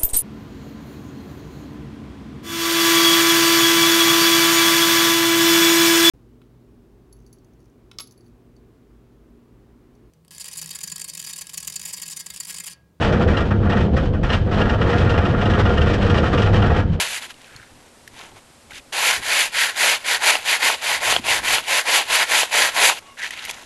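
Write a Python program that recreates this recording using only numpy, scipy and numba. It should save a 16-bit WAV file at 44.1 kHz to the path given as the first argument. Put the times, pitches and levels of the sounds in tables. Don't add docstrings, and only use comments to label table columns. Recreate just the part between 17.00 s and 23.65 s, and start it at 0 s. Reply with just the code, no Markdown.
import sys
import numpy as np
from scipy import signal
from scipy.fft import rfft, irfft
from scipy.io import wavfile
from numba import njit

SR = 44100
rng = np.random.default_rng(int(sys.argv[2]) if len(sys.argv) > 2 else 0)


def unload_audio(sound):
    columns = np.transpose(np.atleast_2d(sound))
    steps = np.round(np.clip(columns, -1, 1) * 32767)
    wavfile.write(sys.argv[1], SR, steps.astype(np.int16))


N = 293265
TIME = np.arange(N) / SR
FREQ = np.maximum(np.arange(N // 2 + 1) * SR / N, 1)
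TOP_HZ = 12050


def brush(landing_s=0.008):
    # (start [s], fastest [s], end [s], level [dB],
    # weight on the tarpaulin [dB], brightness [dB], wet hollow [Hz], rustle in the next turn [dB])
    strokes = np.array([(-.12, -.027, 0.051, -17, -11.5, -4.5, 2400, -30.5),
                        (-.064, 0.166, .204, -28, -16.5, -5, 2520, -49),
                        (0.199, 0.231, 0.28, -33.5, -12, -7, 2630, -49),
                        (1.889, 2.085, 2.208, -19.5, -9.5, -6.5, 2270, -38.5),
                        (2.211, 2.388, 2.5, -18.5, -11.5, -7, 2260, -41.5),
                        (2.517, 2.615, 2.729, -19, -15, -8, 1925, -37.5),
                        (2.749, 2.855, 2.988, -15.5, -10.5, -7, 2190, -40),
                        (3.04, 3.122, 3.187, -18, -11.5, -8, 2006, -34.5),
                        (3.202, 3.274, 3.4, -17.5, -7.5, -8, 2100, -35.5),
                        (3.439, 3.522, 3.586, -17, -12.5, -8.5, 2260, -32),
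                        (3.593, 3.661, 3.772, -18.5, -7.5, -8.5, 2250, -37.5),
                        (3.806, 3.897, 4.003, -19.5, -9.5, -8, 2346, -38),
                        (3.999, 4.08, 4.203, -19, -5, -7.5, 2500, -42),
                        (4.234, 4.324, 4.41, -18.5, -8.5, -7.5, 2120, -36.5),
                        (4.422, 4.508, 4.624, -18.5, -8, -7.5, 2460, -36.5),
                        (4.655, 4.765, 4.83, -17.5, -9.5, -7, 2183, -34),
                        (4.846, 4.937, 5.043, -17, -7.5, -8, 2420, -35),
                        (5.067, 5.198, 5.26, -17.5, -9, -8.5, 2220, -32),
                        (5.274, 5.359, 5.47, -16.5, -9.5, -7, 2350, -36),
                        (5.505, 5.597, 5.714, -15.5, -8, -6.5, 2030, -34),
                        (5.728, 5.831, 5.956, -17.5, -6.5, -6.5, 2424, -34.5)])
    # (down [s], lifted [s])
    contacts = [(-.1, 0.316), (1.921, 5.998)]
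    # (frequency [Hz], level [dB])
    bristle_colour = [(71, -54), (120, -28), (194, -24.5), (583, -5), (907, -1.5), (1190, -1.5),
                      (1330, -4.5), (1890, -3), (4490, -7), (5450, -11), (7270, -10.5), (8320, -11.5),
                      (9710, -12.5), (12000, -15), (15600, -52), (22000, -120)]
    scrub, hollow_hz = rubbing(strokes[:, :-1], powers=(0.85, 0.95, 1), sweep_octaves=0.51)
    turn = undb(np.interp(TIME, strokes[:, 2], strokes[:, -1])) * undb([[-8.5], [0], [-8]])
    contact = sum(np.clip(np.minimum(TIME - down, lifted - TIME) / landing_s, 0, 1)
                  for down, lifted in contacts)
    weight, level, bright = np.hypot(scrub, turn) * bites() * contact
    speed = np.sqrt(level / level.max())
    flicks = clicks(1500 + 14000 * speed, spread_db=2)
    lather = bubbles(600 + 3500 * speed, spread_db=3, cycles=12)
    low, middle, high = zones(colour(flicks + undb(-8) * lather, bristle_colour))
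    wet = hollow(middle, hollow_hz, width_hz=850, db=-7)
    slip = walk(130)
    drum = undb(0.13 + slip + 0.74 * walk(70)) * weight * low
    rasp = undb(-0.26 + slip) * level * wet
    hiss = undb(0.7 + 0.28 * slip) * bright * high
    return drum + rasp + hiss


def bites():
    # (start [s], hardest [s], end [s], extra rasp [dB])
    pushes = [(2.043, 2.076, 2.124, 2.5), (2.378, 2.403, 2.448, 2.4), (2.579, 2.62, 2.65, 1.4),
              (3.255, 3.304, 3.314, 4), (3.624, 3.667, 3.711, 2.5), (4.089, 4.119, 4.132, 3.5),
              (4.516, 4.55, 4.56, 3.5), (4.924, 4.961, 4.993, 3), (5.088, 5.148, 5.177, 3.5),
              (5.368, 5.405, 5.423, 2.5), (5.801, 5.885, 5.909, 5)]
    db = np.zeros(N)
    for start, hardest, end, extra_db in pushes:
        during, push, _ = swing(start, hardest, end)
        db[during] += extra_db * push
    return undb([0.25 * db, db, 1.52 * db])


def knocks():
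    # (time [s], relative peak [dB], relative gain of the deep modes [dB])
    blows = [(3.336, -5, -3), (3.353, 2, -1), (3.7, -1, 6), (4.124, -0.5, 4.5), (4.139, -11, -17),
             (4.163, 4.5, -11), (4.283, -3, -5), (4.582, -2, -4), (5.431, 2, -3), (5.897, 3, 0.5)]
    # (frequency [Hz], t60 [s], level [dB])
    block_modes = np.array([(485, 0.0053, 8), (710, 0.0078, -1), (1030, 0.0062, 13), (1580, 0.01, 1),
                            (2920, 0.0065, 13), (3080, 0.009, -3), (3960, 0.011, -3)])
    out, t = np.zeros(N), np.arange(2048) / SR
    deep = block_modes[:, :1] < 1200
    for s, db, deep_db in blows:
        body = (ring(block_modes, t) * np.where(deep, undb(deep_db + 2), 1)).sum(axis=0)
        click = undb(-23) * rng.standard_normal(len(t)) * np.exp(-t / 0.0028)
        blow = (body + click) * (1 - np.exp(-t / 0.00027))
        blow *= undb(db - 4.5) / np.abs(blow).max()
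        add(out, s + 0.001085, blow)
        add(out, s + 0.00257, undb(-14.5) * blow)
    return signal.sosfilt(signal.butter(3, 380, "high", fs=SR, output="sos"), out)


def wipes():
    # (start [s], fastest [s], end [s], level [dB], weight on the tarpaulin [dB],
    # brightness [dB], wet hollow [Hz])
    slides = [(.275, .307, .33, -38, -12, -8, 2610), (.3, .5, 0.74, -50, -7.5, -9.5, 1900),
              (.62, .78, 1, -58.5, 0, -8, 2050), (1.095, 1.215, 1.32, -44.5, -4, -7.5, 2060),
              (1.24, 1.3, 1.38, -56, 2, -7, 1900), (1.335, 1.372, 1.41, -49, -2, -5, 2000),
              (1.692, 1.712, 1.745, -47, -1, -5, 2060), (1.705, 1.78, 1.803, -37, -16, -6.5, 2550),
              (5.93, 6.01, 6.25, -53.5, -3, -6, 2400), (6.155, 6.25, 6.305, -31, -12, -8.5, 2040),
              (6.22, 6.38, 6.65, -37, -10, -9, 2300), (6.475, 6.503, 6.51, -35, -1.5, 0, 2130),
              (6.48, 6.57, 6.76, -45.5, -5, -4.5, 2042)]
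    # (frequency [Hz], level [dB])
    wipe_colour = [(120, -59), (200, -53), (229, -29), (620, -15), (1090, -10.5), (1210, -6), (1920, -4.5),
                   (3870, -6), (5460, -13.5), (7690, -18), (12000, -24.5), (15600, -53), (22000, -120)]
    (weight, level, bright), hollow_hz = rubbing(slides, powers=(1.58, 1.58, 1.58), sweep_octaves=0)
    foam = clicks(4000, spread_db=2) + undb(-5.5) * bubbles(1500, spread_db=4, cycles=8.8)
    low, middle, high = zones(colour(foam, wipe_colour))
    wet = hollow(middle, hollow_hz, width_hz=1800, db=-2)
    crackle = undb(1.5) * weight * low + undb(0.5) * level * wet + undb(1) * bright * high
    return undb(1.7 * walk(110)) * crackle


def rubbing(moves, powers, sweep_octaves):
    energy, pitch, share = np.zeros((3, N)), np.zeros(N), np.zeros(N)
    for k, (start, fastest, end, db, weight_db, bright_db, hz) in enumerate(moves):
        during, speed, travel = swing(start, fastest, end)
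        for band, band_db, power in zip(energy, (weight_db, 0, bright_db), powers):
            band[during] += (undb(db + band_db) * speed ** power) ** 2
        pitch[during] += speed * hz * 2 ** ((-1) ** k * sweep_octaves * travel)
        share[during] += speed
    moving = share > 0
    return np.sqrt(energy), np.interp(TIME, TIME[moving], pitch[moving] / share[moving])


def bubbles(rate, spread_db, cycles, count=16):
    out = 0
    for hz in np.geomspace(450, 11000, count):
        pole = np.exp((2j * np.pi - np.log(1000) / cycles) * hz / SR)
        pops = signal.lfilter([1], [1, -pole], clicks(rate / count, spread_db)).real
        out = out + unit(pops) * np.sqrt(hz)
    return unit(out)


def hollow(x, hz, width_hz, db):
    return unit(x + undb(db) * unit(resonate(x, hz, float(width_hz))))


def snaps():
    # (time [s], relative peak [dB], ring [Hz], brightness [dB])
    releases = [(0.3052, -24, 3000, -15), (0.341, -31.5, 2800, -15), (0.415, -28.5, 2250, -6),
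                (0.4435, -30, 2590, -17), (0.5623, -23.5, 4180, -11), (1.076, -18, 1700, -7),
                (1.707, -25, 2170, -14), (1.719, -25, 1720, -23), (1.7957, -33, 2430, -16),
                (6.1749, -24, 1720, -22), (6.2382, -18, 2190, -26), (6.243, -11, 1870, -32),
                (6.2544, -19, 2800, -23), (6.3063, -11.5, 1980, -10), (6.3356, -19, 2080, -28),
                (6.3764, -22, 2280, -20), (6.392, -17, 2800, -27), (6.4502, -11.5, 2020, -1),
                (6.458, -15, 1990, -11), (6.4933, -13, 2160, -20), (6.496, -17, 3100, -15),
                (6.5089, -11.5, 3460, 2)]
    # (frequency ratio [1], t60 [s], level [dB])
    pocket_modes = np.array([(1, 0.015, 6), (1.27, 0.011, 0), (1.52, 0.0074, 5.5)])
    out, t = np.zeros(N), np.arange(2048) / SR
    for s, db, hz, bright_db in releases:
        crack = signal.lfilter([1, -1], [1, -1.1, .42], rng.standard_normal(len(t))) * np.exp(-t / .003)
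        pocket = ring(pocket_modes * [hz, 1, 1], t).sum(axis=0)
        snap = (pocket + undb(bright_db + 5.5) * crack) * (1 - np.exp(-t / 0.00075))
        add(out, s + .0005, snap * undb(db - 3.5) / np.abs(snap).max())
    return out


def squelches():
    # (start [s], end [s], level [dB], pocket [Hz])
    squeezes = [(0.456, .69, -49, 1540), (2.583, 2.659, -23, 1750), (6.17, 6.235, -34, 1760),
                (6.213, 6.276, -28.5, 1940)]
    out = 0
    for start, end, db, hz in squeezes:
        press = np.sqrt(arch(start, end))
        pocket_hz = hz * (1 + 0.023 * walk(60))
        spurts = resonate(clicks(900, spread_db=4), pocket_hz, width_hz=450.)
        out = out + undb(db) * press * unit(resonate(spurts, pocket_hz, width_hz=900.))
    return out


def bumps():
    # (time [s], level [dB], pitch [Hz])
    landings = [(.555, -38, 125), (.6, -41, 110), (.715, -45, 90), (2.179, -37, 84.5), (2.215, -46, 74.6),
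                (4.195, -23.5, 252), (4.203, -42, 232)]
    out, t = np.zeros(N), np.arange(4096) / SR
    for s, db, hz in landings:
        add(out, s, undb(db) * np.sin(2 * np.pi * hz * t) * np.exp(-t * hz / 1.6))
    return out


def squeak(db=-47.5, waver=0.014):
    # (frequency [Hz], level [dB])
    partials = [(1110, 0), (2150, -11), (2860, -7)]
    # (start [s], end [s])
    span = (6.02, 6.165)
    tone = 0
    for hz, partial_db in partials:
        pitch = hz * (1 + waver * walk(220))
        tone = tone + undb(partial_db) * np.sin(2 * np.pi * np.cumsum(pitch) / SR)
    return undb(db + 2 * walk(130)) * arch(*span) * unit(tone)


def interference(x):
    # (centre [Hz], width [Hz])
    notches = [(1190, 90), (5500, 120), (8290, 400)]
    for hz, width_hz in notches:
        notch = signal.iirnotch(hz, hz / width_hz, fs=SR)
        x = signal.lfilter(*notch, signal.lfilter(*notch, x))
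    return x


def wind(breeze_db=-57):
    # (start [s], strongest [s], end [s], level [dB])
    gusts = [(-.1, 0.0, 0.17, -53), (.46, .55, 0.58, -55), (0.693, .725, 0.83, -55),
             (2.101, 2.182, 2.37, -48), (3.895, 4.153, 4.3, -42), (4.193, 4.417, 4.68, -43.5),
             (5.03, 5.105, 5.17, -51), (5.84, 5.89, 5.6, -49.5)]
    # (frequency [Hz], level [dB])
    wind_colour = [(20, -4), (60, -4), (110, -2), (200, -7.5), (400, -6.5), (900, -55)]
    strength = undb(breeze_db + 1.5 * walk(5.2))
    for start, strongest, end, db in gusts:
        during, speed, _ = swing(start, strongest, end)
        strength[during] = np.hypot(strength[during], undb(db) * speed)
    return strength * undb(2 * walk(30)) * unit(colour(rng.standard_normal(N), wind_colour))


def background(db=-51.5):
    # (frequency [Hz], level [dB])
    outdoor_colour = [(15, -30), (25, -28), (98, -11), (183, -29), (231, -0.5), (269, -6.5), (340, -12.5),
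                      (500, -7), (541, -5), (584, -8), (648, -7.5), (1170, -12), (6460, -19), (7940, -17.5),
                      (12000, -23.5), (15600, -72), (22000, -120)]
    return undb(db + 0.4 * walk(5.2)) * unit(colour(rng.standard_normal(N), outdoor_colour))


def swing(start, fastest, end):
    during = slice(*np.searchsorted(TIME, [start, end]))
    angle = np.pi * np.interp(TIME[during], [start, fastest, end], [0, .5, 1])
    return during, np.abs(np.sin(angle)), -np.cos(angle) / 2


def arch(start, end):
    return np.abs(np.sin(np.pi * np.clip((TIME - start) / (end - start), 0, 1)))


def clicks(rate, spread_db):
    chance = np.clip(rate / SR, 1e-4, 1)
    size = undb(spread_db * np.minimum(rng.exponential(size=N), 4))
    return unit((rng.random(N) < chance) * size * rng.choice([-1, 1], N) / np.sqrt(chance))


def ring(modes, t):
    hz, t60, db = np.transpose(modes)[:, :, None]
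    detune = 1 + 0.06 * rng.standard_normal(hz.shape)
    phase = 2 * np.pi * (hz * detune * t + rng.random(hz.shape))
    return undb(db) * np.sin(phase) * np.exp(-np.log(1000) * t / t60)


@njit
def resonate(x, hz, width_hz):
    y, band, low = np.empty(len(x)), 0., 0.
    for i in range(len(x)):
        tuning, damping = np.tan(np.pi * hz[i] / SR), width_hz / hz[i]
        velocity = (band + tuning * (x[i] - low)) / (1 + tuning * (tuning + damping))
        band, low = 2 * velocity - band, low + 2 * tuning * velocity
        y[i] = damping * velocity
    return y


def colour(x, points):
    hz, db = np.transpose(points)
    return irfft(rfft(x) * undb(np.interp(np.log(FREQ), np.log(hz), db)), N)


def zones(x):
    low = 1 / (1 + (FREQ / 1190) ** 12)
    high = 1 / (1 + (5400 / FREQ) ** 16)
    spectrum = rfft(x) * (FREQ < TOP_HZ)
    return [unit(irfft(spectrum * part, N)) for part in (low, 1 - low - high, high)]


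def walk(rate):
    knots = rng.standard_normal(4096)
    return unit(np.interp(TIME * rate, np.arange(len(knots)), knots))


def add(out, s, sound):
    i = max(int(s * SR), 0)
    out[i:i + len(sound)] += sound[:max(N - i, 0)]


def undb(db):
    return 10 ** (np.asarray(db) / 20)


def unit(x):
    return x / np.sqrt(np.mean(x ** 2) + 1e-18)


def scene():
    work = brush() + wipes() + squelches() + knocks() + bumps() + snaps()
    return (interference(work) + squeak() + background() + wind())[None]


def record(dry):
    rounded = dry / (1 + (dry / .95) ** 6) ** (1 / 6)
    return signal.sosfilt(signal.ellip(10, .2, 80, TOP_HZ, fs=SR, output="sos"), rounded)


dry = scene()
out = record(dry)
unload_audio(out)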